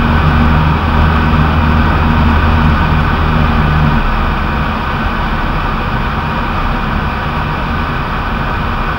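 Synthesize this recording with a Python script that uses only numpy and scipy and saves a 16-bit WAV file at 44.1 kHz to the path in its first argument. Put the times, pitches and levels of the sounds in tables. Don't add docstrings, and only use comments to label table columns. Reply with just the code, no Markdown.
import sys
import numpy as np
from scipy.fft import rfft, irfft
from scipy.io import wavfile

SR = 44100
rng = np.random.default_rng(int(sys.argv[2]) if len(sys.argv) > 2 else 0)


def output_pcm(signal):
    pcm = np.clip(np.atleast_2d(signal).T, -1, 1) * 32767
    wavfile.write(sys.argv[1], SR, np.round(pcm).astype(np.int16))


N = 396018
TIME = np.arange(N) / SR
FREQS = np.fft.rfftfreq(N, 1 / SR)
THROTTLE_BACK_S = 4.0


def from_db(db):
    return 10 ** (np.asarray(db) / 20)


def rms_one(x):
    return x / np.sqrt(np.mean(x ** 2) + 1e-20)


def in_time(rows):
    seconds, values = np.transpose(rows)
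    return np.interp(TIME, seconds, values)


def drift(rate_hz):
    smoothing = 1 + (FREQS / rate_hz) ** 2
    return rms_one(irfft(rfft(rng.standard_normal(N)) / smoothing, N))


def through_cabin(excitation, spectrum):
    # centre in Hz, width in Hz, lift in dB.
    cabin_modes = [(78.9, 17.7, 8), (131, 11.4, 8), (148.8, 8.9, 12.5), (158.3, 7.5, 11.5),
                   (216.1, 10, 9.5), (234.2, 22.3, 7)]
    # centre in Hz, width in Hz, lift in dB.
    panel_modes = [(330, 49, 2.1), (400, 41, 5.1), (513, 112, 4.6), (630, 80, 5.0), (739, 87, 5.2),
                   (795, 75, 4.1), (951, 65, 6.6), (1188, 246, 5.4), (1281, 48, 2.2), (1513, 98, 10.2),
                   (1695, 125, 5.0), (1899, 175, 4.7), (2289, 175, 4.8), (2454, 279, 9.6), (2613, 123, 5.2),
                   (2956, 175, 2.8), (3575, 227, 3.5), (3919, 257, 3.5), (4471, 173, 6.8), (4764, 332, 8.2),
                   (5238, 406, 5.0), (5858, 208, 4.0), (6883, 403, 5.2), (9781, 2250, 6.0)]
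    hz, level_db = np.transpose(spectrum)
    colour_db = np.interp(np.log(FREQS + 1), np.log(hz), level_db)
    for centre, width, lift_db in [*cabin_modes, *panel_modes]:
        detuning = 2 * (FREQS - centre) / width
        colour_db = colour_db + lift_db / (1 + detuning ** 2) ** 2
    return rms_one(irfft(rfft(excitation) * from_db(colour_db), N))


def thin_whine():
    whine_hz, whine_db = 15704, -54.3
    rough_share, rough_rate_hz = .22, 120
    phase = 2 * np.pi * whine_hz * TIME
    flicker = drift(rough_rate_hz) * np.sin(phase) + drift(rough_rate_hz) * np.cos(phase)
    return np.sqrt(2) * from_db(whine_db) * (np.sin(phase) + rough_share * flicker)


def airframe_boom():
    # time in seconds, level in dB before the trim.
    boom_swells = [(0.0, -20), (0.65, -17), (0.7, -30), (1.05, -16), (1.1, -31), (1.25, -18), (1.5, -26),
                   (1.88, -19), (3.9, -17), (4.03, -12), (4.8, -26.5), (5.28, -17.5), (6.05, -19.5),
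                   (6.15, -34), (6.65, -15), (7.2, -26.5), (8.85, -19.5), (8.98, -31)]
    boom_hz, trim_db = 32.7, -1
    flutter_db, flutter_rate_hz = 0.5, 6
    wander_rad, wander_rate_hz = 1.0, 2.1
    level_db = in_time(boom_swells) + trim_db + flutter_db * drift(flutter_rate_hz)
    phase = 2 * np.pi * boom_hz * TIME + wander_rad * drift(wander_rate_hz)
    return np.sqrt(2) * from_db(level_db) * np.sin(phase)


def air_rush(load_db):
    # frequency in Hz, relative level in dB per Hz.
    rush_colour = [(100, -24), (400, -10), (700, -8), (900, -1.5), (1400, -1.5), (1650, -9.5),
                   (2050, -16.5), (3300, -15.5), (4200, -28), (5300, -29.5), (6200, -41.5), (7600, -49),
                   (10000, -48), (11200, -49), (12700, -45.5), (14000, -50), (15500, -49)]
    full_load_db, db_per_load_db = -17.5, 0.1
    flutter_db, flutter_rate_hz = 0.46, 12.0
    sag_db_per_s = 0.16
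    slowing_db = sag_db_per_s * np.maximum(TIME - THROTTLE_BACK_S, 0)
    rush_db = full_load_db + db_per_load_db * load_db - slowing_db
    turbulence = rng.standard_normal(N) * from_db(flutter_db * drift(flutter_rate_hz))
    return from_db(rush_db) * through_cabin(turbulence, rush_colour)


def engine_roar(crank, load_db):
    # frequency in Hz, relative level in dB per Hz.
    roar_colour = [(15, -28), (26, -15), (42, 3), (90, 2), (110, -2.5), (240, -2.5), (300, -7.5),
                   (450, -14.5), (700, -20.5), (1300, -18.5), (2000, -27), (3300, -24.5), (6000, -61.5),
                   (15000, -73)]
    full_load_db, db_per_load_db = -15, 0.27
    throb = 0.15
    puffs = rng.standard_normal(N) * (1 + throb * np.cos(2 * crank))
    return from_db(full_load_db + db_per_load_db * load_db) * through_cabin(puffs, roar_colour)


def shaft_tones(angle, orders, load_db):
    waver_share, waver_rate_hz = .17, 4
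    out = np.zeros(N)
    for multiple, full_load_db, db_per_load_db in orders:
        phase = multiple * angle
        in_step = (1 + waver_share * drift(waver_rate_hz)) * np.sin(phase)
        out_of_step = waver_share * drift(waver_rate_hz) * np.cos(phase)
        level_db = full_load_db + db_per_load_db * load_db
        out += np.sqrt(2) * from_db(level_db) * (in_step + out_of_step)
    return out


def propeller(crank, load_db):
    # multiple of the propeller shaft rate, level in dB at full load, dB change per dB of load.
    prop_orders = [(2, -29, .1), (3, -30, .4), (6, -32, .5), (8, -25, 1.1), (9, -37, .5), (10, -37, .7),
                   (14, -39, .7), (42, -33, .7), (48, -39, .6)]
    gear_ratio = 2.6406
    return shaft_tones(crank / gear_ratio, prop_orders, load_db)


def crank_overtones(crank, load_db):
    # multiple of the crankshaft rate, level in dB at full load, dB change per dB of load.
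    crank_orders = [(1.5, -35, .7), (2.5, -37, .6), (3, -24, 1.0), (3.5, -39, .7), (4, -38, .6),
                    (5, -37, .7), (7, -42, .6), (8, -41, .6), (11, -35, 1.0), (12, -38, .8)]
    return shaft_tones(crank, crank_orders, load_db)


def main_drone(crank, load_db):
    # time in seconds, level in dB before the trim and throttle drop.
    firing_swells = [(0.0, -26.5), (0.67, -15), (0.87, -35), (1.05, -15), (1.24, -24), (1.4, -11),
                     (1.62, -29), (1.68, -18.5), (2.29, -31), (2.69, -14.5), (2.75, -27), (2.99, -13),
                     (3.09, -21.5), (3.88, -13.5), (3.92, -25), (4.1, -30)]
    shake_full_load_db, shake_db_per_load_db = -14, 1.3
    firing_trim_db, firing_drop_db = -0.75, 6
    throttle_takes_s = .3
    shake = from_db(shake_full_load_db + shake_db_per_load_db * load_db) * np.sin(crank)
    pulled_back = np.clip((TIME - THROTTLE_BACK_S) / throttle_takes_s, 0, 1)
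    firing_db = in_time(firing_swells) + firing_trim_db - firing_drop_db * pulled_back
    firing = from_db(firing_db) * np.sin(2 * crank)
    return np.sqrt(2) * (shake + firing)


def scene():
    # time in seconds, crankshaft turns per second before a slight random drift.
    engine_speed = [(0, 77.8), (2.8, 77.9), (3.3, 77.2), (3.8, 76.4), (4.0, 72.5), (4.2, 67.5), (4.5, 64.5),
                    (5.0, 63.6), (5.6, 64.2), (7.0, 64.2), (8.0, 63.5), (9.0, 63.2)]
    # time in seconds, load in dB, where 0 is full load.
    throttle_load = [(0, -0.3), (2.6, -0.5), (3.1, -2.2), (3.6, -2.3), (4.0, -5.5), (4.3, -11), (9.0, -14)]
    load_db = in_time(throttle_load)
    turns_per_s = in_time(engine_speed) * (1 + .001 * drift(3))
    crank = 2 * np.pi * np.cumsum(turns_per_s) / SR
    background = thin_whine() + airframe_boom() + air_rush(load_db)
    roar = engine_roar(crank, load_db)
    engine = crank_overtones(crank, load_db) + main_drone(crank, load_db)
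    return (background + roar + propeller(crank, load_db) + engine)[None]


def record(dry):
    ceiling_db, cutoff_hz, slope_width_hz = -0.5, 15760, 40
    ceiling = from_db(ceiling_db)
    clipped = np.clip(dry, -ceiling, ceiling)
    mirrored = np.concatenate([clipped, clipped[:, ::-1]], axis=1)
    hz = np.fft.rfftfreq(2 * N, 1 / SR)
    passband = np.clip((cutoff_hz - hz) / slope_width_hz + .5, 0, 1)
    return irfft(rfft(mirrored) * passband)[:, :N]


dry = scene()
out = record(dry)
output_pcm(out)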